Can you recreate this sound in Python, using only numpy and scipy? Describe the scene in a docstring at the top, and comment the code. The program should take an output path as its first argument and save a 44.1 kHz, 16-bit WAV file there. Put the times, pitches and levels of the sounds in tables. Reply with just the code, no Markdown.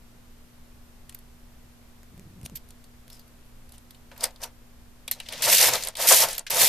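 """Knitting machine at close range

A quiet room, a small stereo microphone close to the needle bed. A hand tool ticks and scrapes on the
steel needles (short rings, bands of noise and gliding whistles), dry snaps and a low creak sit near the
microphone; then the carriage is pushed to and fro over the bed, its cams flicking needles in dense
bursts of pings and hiss, with rumble and thuds. Mains tones, a thin whine and room hiss lie underneath.
"""
import sys
import numpy as np
from scipy import signal
from scipy.fft import rfft, irfft, next_fast_len
from scipy.io import wavfile
from scipy.ndimage import map_coordinates

SR = 44100
rng = np.random.default_rng(int(sys.argv[2]) if len(sys.argv) > 2 else 0)


def output_pcm(signal):
    """Save a mono or channel-first signal as 16-bit PCM at the path in sys.argv[1].

    Samples are clipped to [-1, 1] before scaling.
    """
    pcm = np.clip(np.atleast_2d(signal).T, -1, 1) * 32767
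    wavfile.write(sys.argv[1], SR, np.round(pcm).astype(np.int16))


N = 294709  # samples
TOP_HZ = 14200  # upper band limit


def amp(db):
    """Amplitude factor for a level in dB."""
    return 10 ** (np.asarray(db) / 20)


def unit(x):
    """x scaled to rms 1."""
    return x / np.sqrt(np.mean(x ** 2) + 1e-20)


def along(points, hz):
    """(Hz, value) points read off on a log frequency axis."""
    f, v = np.transpose(points)
    return np.interp(np.log(hz + 1), np.log(f + 1), v)


def curves(rows):
    """One value per sample for each column; the last item is 1 inside the span, with soft ends."""
    s, *cols = np.transpose(rows)
    t = np.arange(N) / SR
    to_nearest_end = np.minimum(t - s[0] + .002, s[-1] + .002 - t)
    inside = np.clip(to_nearest_end / .004, 0, 1)
    return [np.interp(t, s, c) for c in cols] + [inside]


def played(spans, layer):
    """A layer driven by the controls of each span in turn."""
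    return sum(on * layer(*controls) for *controls, on in map(curves, spans))


def wobble(rate):
    """A smooth random curve, rate knots a second."""
    knots = rng.standard_normal(int(N * rate / SR) + 4)
    return map_coordinates(knots, [np.arange(N) * rate / SR])


def filtered(x, response):
    """x shaped by a complex response of frequency."""
    m = next_fast_len(N + SR // 2)
    return irfft(rfft(x, m) * response(np.fft.rfftfreq(m, 1 / SR)), m)[..., :N]


def noise(response):
    """Two unrelated coloured noises, rms 1 together: what both microphone ports share, and what differs."""
    return unit(filtered(rng.standard_normal((2, N)), response))


def resonances(modes):
    """Causal response of (Hz, width Hz, dB) modes, alternating in sign."""
    def response(f):
        total = 0
        for k, (centre, width, db) in enumerate(modes):
            damping = 1j * f * width
            total = total + (-1) ** k * amp(db) * damping / (centre * centre - f * f + damping)
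        return total
    return response


def spread(pair, alike):
    """Left and right from a mid and an unrelated side signal, as alike as asked at each frequency."""
    def weights(hz):
        turn = np.arccos(np.clip(along(alike, hz), -1, 1)) / 2
        return np.array([np.cos(turn), np.sin(turn)])
    mid, side = filtered(pair, weights)
    return np.array([mid + side, mid - side])


# Colour of the room tone. Each row: frequency in Hz, relative level in dB.
ROOM_TONE = [(8, -4.5), (24, 0.5), (40, -13), (65, -6.5), (100, -17.5), (200, -20), (350, -24.5),
             (1000, -29), (3000, -35), (8000, -38.5), (14200, -38.5)]
# Two mains tones and a thin whine. Each row: frequency in Hz, relative level in dB.
MAINS_TONES = [(120, -63), (240, -60), (13192, -76)]
# How alike the room tone is at both ports. Each row: frequency in Hz, left-right likeness (1 is identical).
ROOM_TONE_ALIKE = [(60, 0.93), (180, 0.41), (550, 0.43), (1640, 0.19), (4950, 0.084), (14900, 0.053)]


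def air():
    """Room rumble and hiss as coloured noise, with slowly wavering sines slightly louder left than right."""
    t = np.arange(N) / SR
    tones = 0
    for hz, db in MAINS_TONES:
        level = amp(db + 2 + 0.49 * wobble(5.4))
        tones = tones + level * np.sin(2 * np.pi * hz * t + 0.15 * wobble(3.04))
    hiss = spread(noise(lambda hz: amp(along(ROOM_TONE, hz))), ROOM_TONE_ALIKE)
    return amp(-50.5 + 0.043 * wobble(3.5)) * hiss + tones * amp([[.7], [-.7]])


# Modes of the needle bed. Each row: frequency in Hz, width in Hz, relative level in dB.
BED_MODES = [(518, 133, 1.5), (656, 124, 4), (754, 111, -1.5), (925, 61, 2), (1150, 1330, -9.5)]


def bed(hz):
    """The bed's modes; it is too narrow to radiate deep bass."""
    rise = 1j * hz / 380
    return resonances(BED_MODES)(hz) * (rise / (1 + rise)) ** 2


# Contacts of tool, needles and cams.
# Each row: start in seconds, relative level in dB, pitch of the contact's own band in Hz, high band over low in dB.
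CONTACTS = [(1.094, -26.5, 3100, 7), (1.1238, -37, 2940, 4), (1.1464, -26.5, 13500, 25),
            (1.1882, -38, 12100, 20), (2.5536, -29, 13100, 14), (2.571, -30, 4330, 3),
            (2.6873, -39.5, 11300, 14), (2.7052, -33.5, 7840, 7), (2.8408, -37, 4060, 0),
            (3.1003, -30.5, 14000, 3), (3.1932, -36, 13800, 17), (3.2774, -45, 12200, 12),
            (3.6912, -37.5, 10900, 12), (3.7209, -34.5, 10700, 13), (3.7803, -35.5, 8600, 13),
            (3.907, -31, 12000, 8), (3.9464, -38.5, 3300, -3), (4.115, -41, 2470, -19),
            (4.162, -38, 2370, -8), (4.1774, -30, 13600, 11), (4.2068, -20, 5000, -3),
            (4.235, -12, 5600, 9), (4.239, -4.5, 9600, 14), (4.281, -49, 9000, 4), (4.307, -39, 7500, 5),
            (4.3595, -35.5, 4000, -6), (4.4172, -27, 5900, 2), (4.4303, -21, 5500, -7),
            (5.0782, -14, 2980, -2), (5.1125, -7, 12400, 15), (5.2007, -17, 2930, -7.5),
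            (5.2624, -34, 2960, -17), (5.2867, -17.5, 3900, -5), (5.324, -17, 2930, 0),
            (5.3328, -19, 3050, -5), (5.6254, 1, 4630, 4), (5.7352, -4, 6800, 9), (5.7536, -7, 4160, 0),
            (5.824, -16.5, 7000, 4), (5.8358, -12.5, 7900, 4), (5.8485, -23, 10100, 24),
            (5.8716, -13, 11600, 11), (5.8846, -16.5, 8700, 17), (5.9525, -19.5, 3350, -5.5),
            (5.9695, -18, 9080, 5), (6.0718, -5, 13600, 17), (6.122, -2, 6700, 18), (6.2858, -15, 5140, 2),
            (6.3298, -18, 9400, 17), (6.35, -20.5, 13500, 10), (6.3798, -8, 14800, 20),
            (6.3924, -18.5, 8100, 21), (6.4656, -22.5, 2300, -7), (6.504, -13, 13700, 23)]
# What the needles ring with. Each row: frequency in Hz, relative level in dB, time to fall 60 dB in seconds.
NEEDLE_RINGS = [(3300, -19, .07), (3870, -5, .1), (4470, 2, 0.082), (5195, -14, 0.14), (6050, -15, .08),
                (7460, -13, .07), (9200, 0, 0.12), (11540, -8, .05), (13040, 8, 0.049)]
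LOW_BAND_T60_S = .033
USUAL_LOW_HZ, USUAL_HIGH_HZ = 4290, 8600  # where the other band of a contact sits
BAND_SPLIT_HZ = 6300  # a pitch above this sets the high band, otherwise the low one


def ticks():
    """Each contact: a crack, a low and a high band, a faint needle ring; duller ones knock the bed harder."""
    out, blows = np.zeros((2, N + SR)), np.zeros((2, N + SR))
    t = np.arange(SR // 6) / SR
    above = signal.butter(2, 1900, "high", fs=SR)
    fall_db = -60 * t / LOW_BAND_T60_S
    attack = 1 - np.exp(-t / 0.0011)

    def band(x, hz, half_hz):
        edges = [hz - half_hz, hz + half_hz]
        return unit(signal.lfilter(*signal.butter(2, edges, "band", fs=SR), x))

    for s, db, hz, high_db in CONTACTS:
        low_hz, high_hz = (USUAL_LOW_HZ, hz) if hz > BAND_SPLIT_HZ else (hz, USUAL_HIGH_HZ)
        grit = rng.standard_normal((4, 2, len(t)))
        low = amp(fall_db - high_db / 2) * band(grit[0], low_hz, 900)
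        # thin parts die sooner
        high = amp(2.57 * fall_db + high_db / 2 + 4.5) * band(grit[1], high_hz, 1270)
        crack = 1.66 * amp(1.38 * fall_db + min(high_db, 0)) * signal.lfilter(*above, grit[2])
        quiver = np.cumsum(rng.normal(0, .05, len(t)))  # random drift of phase
        ring = 0
        for mode_hz, level, t60 in NEEDLE_RINGS:
            ring_db = level - 23 + rng.normal(0, 3) - 60 * t / t60
            ring = ring + amp(ring_db) * np.sin(2 * np.pi * mode_hz * t + quiver)
        at = round(s * SR)
        out[:, at:at + len(t)] += amp(db - 13.0) * (low + high + crack + ring) * attack
        blows[:, at:at + len(t)] += amp(db - 11.0 - 0.45 * high_db + fall_db) * grit[3]
    return out[:, :N] + filtered(blows[:, :N], bed)


# Dry snaps close to the microphone. Each row: start in seconds, relative level in dB.
CLOSE_SNAPS = [(2.0321, -38.5), (2.178, -40), (2.1956, -36), (2.414, -40), (2.4314, -36), (2.4614, -23),
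               (2.4978, -35.5), (3.08, -36)]


def snaps():
    """A few milliseconds of noise on a one-sided push, with no ring."""
    out, t = np.zeros(N), np.arange(400) / SR
    for s, db in CLOSE_SNAPS:
        push = rng.standard_normal(len(t)) - .4
        out[round(s * SR):][:len(t)] += amp(db - 4.0 - 60 * t / 0.0065) * push
    return filtered(out, lambda hz: 1 + 1.2 / (1 + 1j * hz / 400))  # bass lift


# Low creak near the microphone, one list per span. Each row: time in seconds, level in dB.
CREAK_SPANS = [
    [(2.1, -59), (2.182, -38.5), (2.22, -52.5), (2.39, -46.5), (2.41, -49.5), (2.444, -34.5), (2.47, -42)],
    [(2.5, -76), (2.522, -40.5), (2.57, -57)],
]
SLIPS_PER_S = 130  # at the middle pace


def creak():
    """Uneven slips, each a soft low push."""
    pace, size = amp(4 * wobble(60)), amp(4.5 * wobble(90))
    soft = resonances([(62, 82.0, 1), (176, 180, -4.5), (593, 290, -32.0)])
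    slips = np.diff(np.floor(np.cumsum(SLIPS_PER_S * pace) / SR), prepend=0)
    pushes = unit(filtered(slips * size, soft))
    return played(CREAK_SPANS, lambda db: amp(db) * pushes)


# The tool dragged along needles. Each row: peak in seconds, rise in seconds, fall in seconds, grit in dB,
# whistle in dB, whistle at the peak in Hz, its sag at the ends in octaves, bed in dB.
DRAGS = [(2.463, 0.04, 0.0054, -35.5, -35, 9800, 0.32, -64),
         (2.557, .002, 0.047, -35.5, -30, 13000, 0.087, -63),
         (3.125, 0.046, 0.19, -50.5, -49.5, 5320, 0.26, -61),
         (3.195, .02, 0.055, -62, -51, 4700, 0.39, -77), (3.745, 0.045, 0.07, -51, -55, 3100, 0.3, -59),
         (4.115, 0.0014, 0.065, -72, -54, 2600, 0.53, -46),
         (4.245, .08, 0.071, -29, -29.5, 4950, 0.038, -34), (4.409, .012, 0.033, -55, -55, 5000, 0, -53),
         (4.437, 0.04, 0.07, -33, -38, 6100, 0.14, -38.5), (5.114, 0.0032, 0.074, -27, -35, 4400, .3, -59)]
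DRAG_DEPTH_DB, BODY_SWING = 45, 0.62  # how far below its peak a drag starts and ends; the bed swings less


def scrapes():
    """Gritty noise, a narrow resonance of the needle, and a little of the bed; each drag swells and fades."""
    grit = noise(lambda hz: 1 / (1 + (2200 / (hz + 1)) ** 4)) * amp(3.5 * wobble(300))
    narrow = noise(lambda hz: 1 / (1 + (hz / 300) ** 4)) * amp(2.2 * wobble(70))
    body, out = noise(bed), 0
    for s, rise, fall, db, whistle_db, hz, sag, body_db in DRAGS:
        swell_db, on = curves([(s - rise, -DRAG_DEPTH_DB), (s, 0), (s + fall, -DRAG_DEPTH_DB)])
        glide_hz = hz * 2 ** (sag * swell_db / DRAG_DEPTH_DB)
        whistle = narrow * np.sin(2 * np.pi * np.cumsum(glide_hz) / SR)
        steel = amp(db) * grit + amp(whistle_db) * whistle
        out = out + on * (amp(swell_db) * steel + amp(body_db + BODY_SWING * swell_db) * body)
    return out


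def pings(t0, t1, count, life, spiky_db):
    """Scattered needle pings of rms 1: damped sines of random pitch and size."""
    when, pitch, size, phase = rng.random((count, 4)).T[:, :, None]
    k = np.arange(256)
    hz = 1200 + (TOP_HZ - 1200) * pitch
    height = amp(-spiky_db * np.log(1 - size))
    wave = height * np.exp(-k / SR / life) * np.sin(2 * np.pi * (hz * k / SR + phase))
    at = ((t0 + (t1 - t0) * when) * SR).astype(int) + k
    rms = np.sqrt(np.sum(wave ** 2) / (t1 - t0) / SR)
    return np.bincount(at.ravel(), wave.ravel(), N + SR)[:N] / rms


def strikes(rate, life, spread_db):
    """Level jumps at random moments, each dying away: cams meeting needle butts."""
    when, size = rng.random((2, N))
    hits = (when < rate / SR) * amp(-spread_db * np.log(1 - size))
    return signal.lfilter([1], [1, -np.exp(-1 / (life * SR))], hits)


# Three carriage strokes in five spans, one list each; the first and fourth spans are dull run-ups.
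# Each row: time in seconds, needle clatter in dB, body rumble in dB.
CARRIAGE_SPANS = [
    [(5.15, -58, -58), (5.25, -51.5, -67.5), (5.3, -47.5, -54), (5.345, -40, -44.5), (5.419, -35.5, -42.5)],
    [(5.421, -20.5, -42.5), (5.47, -22, -29.5), (5.52, -17, -28.5), (5.585, -19, -37), (5.64, -15.5, -31.5),
     (5.69, -19.5, -26), (5.71, -29, -36.5), (5.75, -26.5, -26.5), (5.78, -31, -41), (5.82, -35.5, -49.5),
     (5.89, -36.5, -43), (5.92, -57, -61), (5.945, -54, -57)],
    [(5.955, -48, -56), (5.99, -32.5, -39.5), (6.02, -23.5, -37.5), (6.066, -28, -33), (6.074, -18.5, -40),
     (6.12, -15, -23), (6.17, -17.5, -38), (6.235, -19, -25.5), (6.265, -34, -32), (6.31, -32, -44.5),
     (6.37, -42.5, -52), (6.41, -51, -46), (6.45, -79, -78)],
    [(6.468, -31.5, -66), (6.496, -56.5, -60)],
    [(6.5, -28, -39.5), (6.54, -25.5, -34), (6.58, -23, -33.5), (6.62, -15.5, -26.5), (6.65, -17, -30.5),
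     (6.69, -20.5, -39)],
]
# One row per span. Each row: treble tilt in dB, table thud at the usual rumble in dB.
SPAN_TONES = [(-7.5, -45.5), (0.5, -47.5), (3, -50), (-15, -48), (2.5, -49)]
# Colour of the needle clatter. Each row: frequency in Hz, relative level in dB.
CLATTER_COLOUR = [(760, -35), (1300, -16.5), (1920, -1), (2470, -1), (5710, 0.5), (6190, -1), (6640, -1),
                  (8030, -2.5), (13500, -2.5), (14200, -1)]
# Modes of the table under the machine. Each row: frequency in Hz, width in Hz, relative level in dB.
TABLE_MODES = [(84.5, 12, 0), (148, 81, -1.5)]
USUAL_CLATTER_DB, BRIGHTENS = -27.5, 0.32  # treble tilt in dB gained per dB of clatter above the usual
USUAL_RUMBLE_DB, THUD_FOLLOWS = -30, 0.73  # thud dB gained per dB of rumble above the usual


def carriage():
    """Cams flick needle after needle: clumped pings over hiss, a rumble in the bed, thuds in the table."""
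    flicks = np.array([pings(5.2, 6.7, count=7000, life=0.0017, spiky_db=2.5) for part in range(2)])
    sliding = rng.standard_normal((2, N))
    needles = filtered(0.45 * flicks + 0.81 * sliding, lambda hz: amp(along(CLATTER_COLOUR, hz)))
    needles /= np.std(needles[:, -SR:])  # level set over the last second
    needles *= (0.83 + 0.28 * strikes(190, 0.0028, 2.63)) * amp(0.46 * wobble(60))
    high = filtered(needles, lambda hz: 1 / (1 + (7000 / (hz + 1)) ** 4))
    rumble = amp(3.1 * wobble(45)) * noise(bed)
    thud = noise(resonances(TABLE_MODES))

    def span(rows, tilt_db, table_db):
        db, body_db, on = curves(rows)
        bright_db = tilt_db + BRIGHTENS * (db - USUAL_CLATTER_DB)
        thud_db = table_db + THUD_FOLLOWS * (body_db - USUAL_RUMBLE_DB)
        clatter = amp(-bright_db / 4) * (needles - high) + amp(bright_db * 0.84) * high
        return on * (amp(db) * clatter + amp(body_db) * rumble + amp(thud_db) * thud)

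    return sum(span(rows, *tone) for rows, tone in zip(CARRIAGE_SPANS, SPAN_TONES))


# How fast the room falls silent. Each row: frequency in Hz, time to fall 60 dB in seconds.
ROOM_DECAY = [(300, 0.31), (3000, 0.13), (12000, 0.033)]


def walls(x):
    """Each frequency of the room's answer dies at its own speed."""
    hz, t, z = signal.stft(rng.standard_normal((2, SR // 3)), SR, nperseg=256)
    fading = z * amp(-60 * t / along(ROOM_DECAY, hz)[:, None])
    tail = signal.istft(fading, SR, nperseg=256)[1]
    later = np.pad(x, (200, 0))  # samples before the walls answer
    return signal.fftconvolve(later[None], tail / np.linalg.norm(tail[0]), axes=1)[:, :N]


# How alike the near machine is at both ports. Each row: frequency in Hz, left-right likeness (1 is identical).
MACHINE_ALIKE = [(60, 0.97), (180, 1), (550, 0.99), (1640, 0.95), (4950, 0.74), (14900, 0.15)]
# Balance of the machine. 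Each row: frequency in Hz, left minus right in dB.
MACHINE_BALANCE = [(60, 1), (150, 2), (380, 1), (950, 3), (2370, -0.5), (5950, 3.5), (14900, -5.5)]


def placed(pair):
    """The bed is long and near: the ports agree in the bass, less in the treble."""
    return filtered(spread(pair, MACHINE_ALIKE), lambda hz: amp(along(MACHINE_BALANCE, hz) * [[.5], [-.5]]))


def ducking(loud):
    """Gain that sinks the room tone while the machine is loud and lets it come back slowly."""
    keep = np.exp(-1 / (.5 * SR))  # half a second of memory
    power = signal.lfilter([1 - keep], [1, -keep], loud ** 2)
    return (1 + power / amp(-28.5) ** 2) ** -.3


def scene():
    """The machine with its walls, the creak and snaps near the microphone, and the room tone beneath."""
    room = air()
    machine = ticks() + scrapes() + carriage()
    shared = machine[0]  # the part common to both ports
    deep = filtered(room, lambda hz: 1 / (1 + (hz / 45) ** 4))  # the deepest rumble stays steady
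    near = placed(machine + amp(-17.0) * walls(shared)) + snaps() + creak()
    return near + deep + ducking(shared) * (room - deep)


FULL_SCALE = .9  # level the rounded peaks approach


def record(dry):
    """The loudest peaks round off near full scale; nothing is kept above the band limit."""
    rounded = dry / (1 + np.abs(dry / FULL_SCALE) ** 6) ** (1 / 6)
    return filtered(rounded, lambda hz: 1 / (1 + (hz / TOP_HZ) ** 300))


dry = scene()
out = record(dry)
output_pcm(out)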